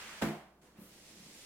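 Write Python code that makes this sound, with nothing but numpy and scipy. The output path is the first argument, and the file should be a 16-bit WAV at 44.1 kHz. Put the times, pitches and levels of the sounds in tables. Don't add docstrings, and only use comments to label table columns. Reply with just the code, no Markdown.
import sys
import numpy as np
from scipy import signal
from scipy.fft import rfft, irfft, next_fast_len
from scipy.io import wavfile
from scipy.ndimage import uniform_filter1d

SR = 44100
rng = np.random.default_rng(int(sys.argv[2]) if len(sys.argv) > 2 else 0)


def dump(signal):
    limited = np.clip(np.atleast_2d(signal).T, -1, 1)
    pcm = np.round(limited * 32767).astype(np.int16)
    wavfile.write(sys.argv[1], SR, pcm)


def natural_amplitude(level_db):
    exponent = np.asarray(level_db, float) / 20
    return 10 ** exponent


N = 63945

# time_s, level_db
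PUSH = [
    (0, -50),
    (.07, -50.5),
    (.15, -52),
    (0.209, -53.5),
    (.225, -70),
]
# freq_hz, density_db_per_hz
PUSH_GRIT = [(250, -9.5), (500, -10.5), (1000, -4.5), (1500, -1.5), (2700, -4), (4000, -11), (7600, -14.5),
             (15500, -29.5)]
# time_s, grit_db, judder_db
DRAG = [(.615, -68, -71), (0.639, -71.5, -75), (.75, -78, -63.5), (0.818, -68, -65), (.95, -62.5, -67),
        (1.05, -61, -70), (1.13, -60, -64.5), (1.22, -60, -74), (1.3, -58.5, -64.5), (1.418, -57.5, -79),
        (1.45, -56.5, -87)]
# freq_hz, density_db_per_hz
DRAG_GRIT = [(400, 1), (900, -4), (1500, -6.5), (2000, -1), (4000, -2.5), (7000, -3.5), (10000, -7.5),
             (15500, -21.5)]
GRAINS_PER_S, GRAIN_SPREAD_DB, PATCHY_DB = 13000, 1.3, 0.6
SILENT_DB = -140

# mode_hz, level_db, t60_s
RESTING = [(156.6, -10, 0.3), (187, 1, 0.22), (214, -1.5, 0.22), (302, -4, 0.31), (338, -2, 0.27),
           (380.5, -6, .15), (502, -1.5, 0.2), (588, -3.5, 0.16), (710, -6, 0.087)]
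# start_s, level_db, contact_ms, board_hz
NUDGES = [(0.634, -58.5, 0.77, 367), (0.696, -72, 1.4, 336.4), (0.769, -59.5, 0.97, 404),
          (0.786, -47, 2.3, 207), (0.813, -69.5, 2.9, 170), (0.859, -58, 3.26, 214), (.955, -61, 2, 338),
          (1.099, -57.5, 1.9, 250), (1.13, -66.5, 2.8, 187), (1.166, -64, 3.6, 187), (1.2, -53.5, 2.5, 198),
          (1.225, -54, 3.2, 187), (1.261, -53.5, 2.4, 187), (1.3, -73, 3.3, 338), (1.33, -58, 3.3, 200),
          (1.39, -68, 1.8, 338)]
PUSH_JUDDER_DB, JUDDER_TOP_HZ = -64.5, 526
NUDGE_SWELL_T60_S, AIM_DB_PER_OCTAVE = 0.0089, 8.5

# freq_hz, density_db_per_hz
AIR = [(25, -12), (66, -9), (119, -16), (200, -6), (350, -8), (1100, -15), (2600, -32), (15500, -36)]
AIR_DB, HUM_HZ, HUM_DB = -70, 59.8, -73.5

# mode_hz, level_db, t60_s
BOARDS = [(67, -16, .14), (153.2, -3, 0.3), (187, -3, 0.26), (214, -2, 0.31), (277.5, -5.5, 0.19),
          (339.5, -1.5, 0.28), (382, -18, 0.39), (455, -25, 0.1), (556, -14, 0.23), (580, -18, 0.59),
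          (659, -4.5, 0.41), (703.6, -11, 0.56), (804.2, -3, 0.21), (1040, -25, 0.15)]
# start_s, blow_db, contact_ms, crack_db
JOLTS = [
    (.2145, -37.5, 0.62, -37.5),
    (0.2189, -29, 0.28, -31),
    (0.2221, -29.5, 1.15, -31),
    (0.2312, -31, 1.6, -40),
    (0.2534, -31, 2.1, -46),
    (0.2864, -38.5, 4.2, -67),
    (.622, -75, 1.6, -78),
]
# freq_hz, density_db_per_hz
CRACK = [(150, -26), (400, 5.5), (700, -3.5), (1500, -8.5), (2900, -16), (4500, -24.5), (9000, -25.5),
         (15500, -33.5)]
SCATTER_DB, CRACK_MS, SWELL_T60_S, BOARD_TURN_RAD = 2.5, 8.18, 0.023, 0.19

# start_s, rise_s, hold_s, fall_s, level_db, centre_hz,
# width_octaves
SLIPS = [
    (0.617, 0.0051, .012, .06, -74, 8800, 0.36),
    (0.614, 0.0096, .04, .2, -70.5, 785, 0.93),
    (0.738, 0.034, 0.017, 0.29, -66.5, 1210, .8),
    (0.762, 0.053, 0.034, 0.064, -65, 12000, 0.31),
]

# freq_hz, side_minus_mid_db
WIDTH = [(40, -42), (110, -18), (250, -25), (500, -9), (1000, -6.5), (2000, -1.8), (5000, 2.1),
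         (15000, -2.7)]
# freq_hz, t60_s, tail_minus_direct_db
ROOM = [(99, 0.21, -15), (250, 0.14, -6.5), (756, 0.54, -0.5), (2900, 0.55, 2), (12000, 0.45, 3)]
# freq_hz, left_minus_right_db
BALANCE = [(300, -0.25), (1000, -2), (2000, -0.2), (8000, -3.0), (13000, -0.5)]
ROOM_GAP_MS = 4.0


def table(rows, at, column=1):
    rows = np.array(rows, float)
    return np.interp(np.log(np.maximum(at, 1.)), np.log(rows[:, 0]), rows[:, column])


def colour(x, rows):
    size = next_fast_len(x.shape[-1])
    gain = natural_amplitude(table(rows, np.fft.rfftfreq(size, 1 / SR)))
    return irfft(rfft(x, size) * gain, size)[..., :x.shape[-1]]


def unit(x):
    return x / np.sqrt(np.mean(x ** 2))


def walk(rate_hz):
    k = int(SR / rate_hz)
    steps = np.repeat(rng.standard_normal(N // 50), k)[:N]
    return unit(uniform_filter1d(uniform_filter1d(steps, k), k))


def wide(mid, side):
    side = colour(side, WIDTH)
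    return np.array([mid + side, mid - side])


def ring(x, hz, t60_s):
    pole = np.exp(2j * np.pi * hz / SR - np.log(1000) / (t60_s * SR))
    return signal.lfilter([1], [1, -pole], x)


def blow(t, start_s, level_db, contact_ms):
    push = np.sin(np.pi * np.clip((t - start_s) * 1000 / contact_ms, 0, 1)) ** 2
    return push / push.sum() * natural_amplitude(level_db)


def boards(force, modes, chance, swell_s, sign):
    place = np.outer([1, -1], np.sin(2.51 * np.arange(len(modes)))) / 2
    sides = np.exp(2j * BOARD_TURN_RAD * np.roll(place, 1, axis=1))
    out = 0
    for k, (hz, level_db, t60_s) in enumerate(modes):
        gain = sign ** k * natural_amplitude(level_db + SCATTER_DB * chance[k])
        out = out + sides[:, [k]] * gain * (ring(force, hz, t60_s) - ring(force, hz, swell_s))
    return out.imag


def grit(rows):
    chance = rng.random((2, 2, N))
    hits = chance[0] < GRAINS_PER_S / SR
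    size = natural_amplitude(-GRAIN_SPREAD_DB * np.log(chance[1] + 1e-9))
    grains = hits * size * rng.standard_normal((2, N))
    return unit(wide(*colour(grains, rows))) * natural_amplitude(PATCHY_DB * walk(24.3))


def resting_shelf(force, modes):
    return boards(force, modes, np.zeros(len(modes)), NUDGE_SWELL_T60_S, 1)


def judder(t, level_db):
    lowpass = signal.butter(2, JUDDER_TOP_HZ, fs=SR, output="sos")
    shake = signal.sosfilt(lowpass, rng.standard_normal(N)) * natural_amplitude(0.5 * walk(41))
    out = resting_shelf(shake * natural_amplitude(level_db), RESTING) / np.std(resting_shelf(shake, RESTING))
    for start_s, nudge_db, contact_ms, board_hz in NUDGES:
        aimed = [(hz, g - AIM_DB_PER_OCTAVE * abs(np.log2(hz / board_hz)), t60_s) for hz, g, t60_s in RESTING]
        out = out + resting_shelf(blow(t, start_s, nudge_db, contact_ms), aimed)
    return out


def air():
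    noise = unit(wide(*colour(rng.standard_normal((2, N)), AIR)))
    hum_hz = HUM_HZ * (1 + 0.021 * walk(6.15))
    hum = natural_amplitude(HUM_DB) * np.sin(2 * np.pi * np.cumsum(hum_hz) / SR)
    return natural_amplitude(AIR_DB) * noise + hum


def jolts(t):
    snap = unit(wide(*colour(rng.standard_normal((2, N)), CRACK)))
    chances = rng.standard_normal((len(JOLTS), len(BOARDS)))
    out = 0
    for (start_s, blow_db, contact_ms, crack_db), chance in zip(JOLTS, chances):
        since_ms = (t - start_s) * 1000
        burst = np.clip(since_ms, 0, 1) * np.exp(-np.maximum(since_ms, 0) / CRACK_MS)
        boom = boards(blow(t, start_s, blow_db, contact_ms), BOARDS, chance, SWELL_T60_S, -0.91)
        out = out + boom + natural_amplitude(crack_db) * snap * burst
    return out


def band_bursts(t):
    out = 0
    for start_s, rise_s, hold_s, fall_s, level_db, centre_hz, octaves in SLIPS:
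        rise = np.clip((t - start_s) / rise_s, 0, 1)
        fall = np.exp(-np.maximum(t - start_s - rise_s - hold_s, 0) / fall_s * 2)
        hump = [(centre_hz * 2 ** (k * octaves), -3 * k * k) for k in range(-4, 4)]
        swish = unit(wide(*colour(rng.standard_normal((2, N)), hump)))
        out = out + natural_amplitude(level_db) * rise * fall * swish
    return out


def room(x):
    wet = 0
    for hz in 88 * 2. ** np.arange(0, 7.6, .5):
        sos = signal.butter(2, [hz / 2 ** .25, hz * 2 ** .25], "band", fs=SR, output="sos")
        keep = natural_amplitude(-120 / table(ROOM, hz) / SR)
        energy = signal.lfilter([1 - keep], [1, -keep], signal.sosfilt(sos, x.mean(axis=0)) ** 2)
        reflections = unit(wide(*signal.sosfilt(sos, rng.standard_normal(x.shape))))
        wet = wet + natural_amplitude(table(ROOM, hz, column=2)) * np.sqrt(energy) * reflections
    gap = int(ROOM_GAP_MS * SR / 1000)
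    return x + np.pad(wet, ((0, 0), (gap, 0)))[:, :x.shape[1]]


def scene():
    t = np.arange(N) / SR
    push_s, push_level_db = np.array(PUSH).T
    drag_s, drag_grit_db, drag_judder_db = np.array(DRAG).T
    push_db = np.interp(t, push_s, push_level_db, right=SILENT_DB)
    drag_db = np.interp(t, drag_s, drag_grit_db, left=SILENT_DB)
    hiss = natural_amplitude(push_db) * grit(PUSH_GRIT) + natural_amplitude(drag_db) * grit(DRAG_GRIT)
    push_judder_db = push_db - push_level_db[0] + PUSH_JUDDER_DB
    judder_db = np.maximum(np.interp(t, drag_s, drag_judder_db), push_judder_db)
    rubbing = hiss + band_bursts(t) + judder(t, judder_db)
    lead = SR // 5
    source = np.concatenate([rubbing[:, lead:0:-1], rubbing + jolts(t)], axis=1)
    heard = room(source)[:, lead:] + air()
    left_eq = [(hz, db / 2) for hz, db in BALANCE]
    right_eq = [(hz, -db / 2) for hz, db in BALANCE]
    return np.array([colour(heard[0], left_eq), colour(heard[1], right_eq)])


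def low_pass(x):
    return signal.sosfilt(signal.butter(12, 16400, fs=SR, output="sos"), x)


def record(dry):
    return low_pass(dry)


dry = scene()
out = record(dry)
dump(out)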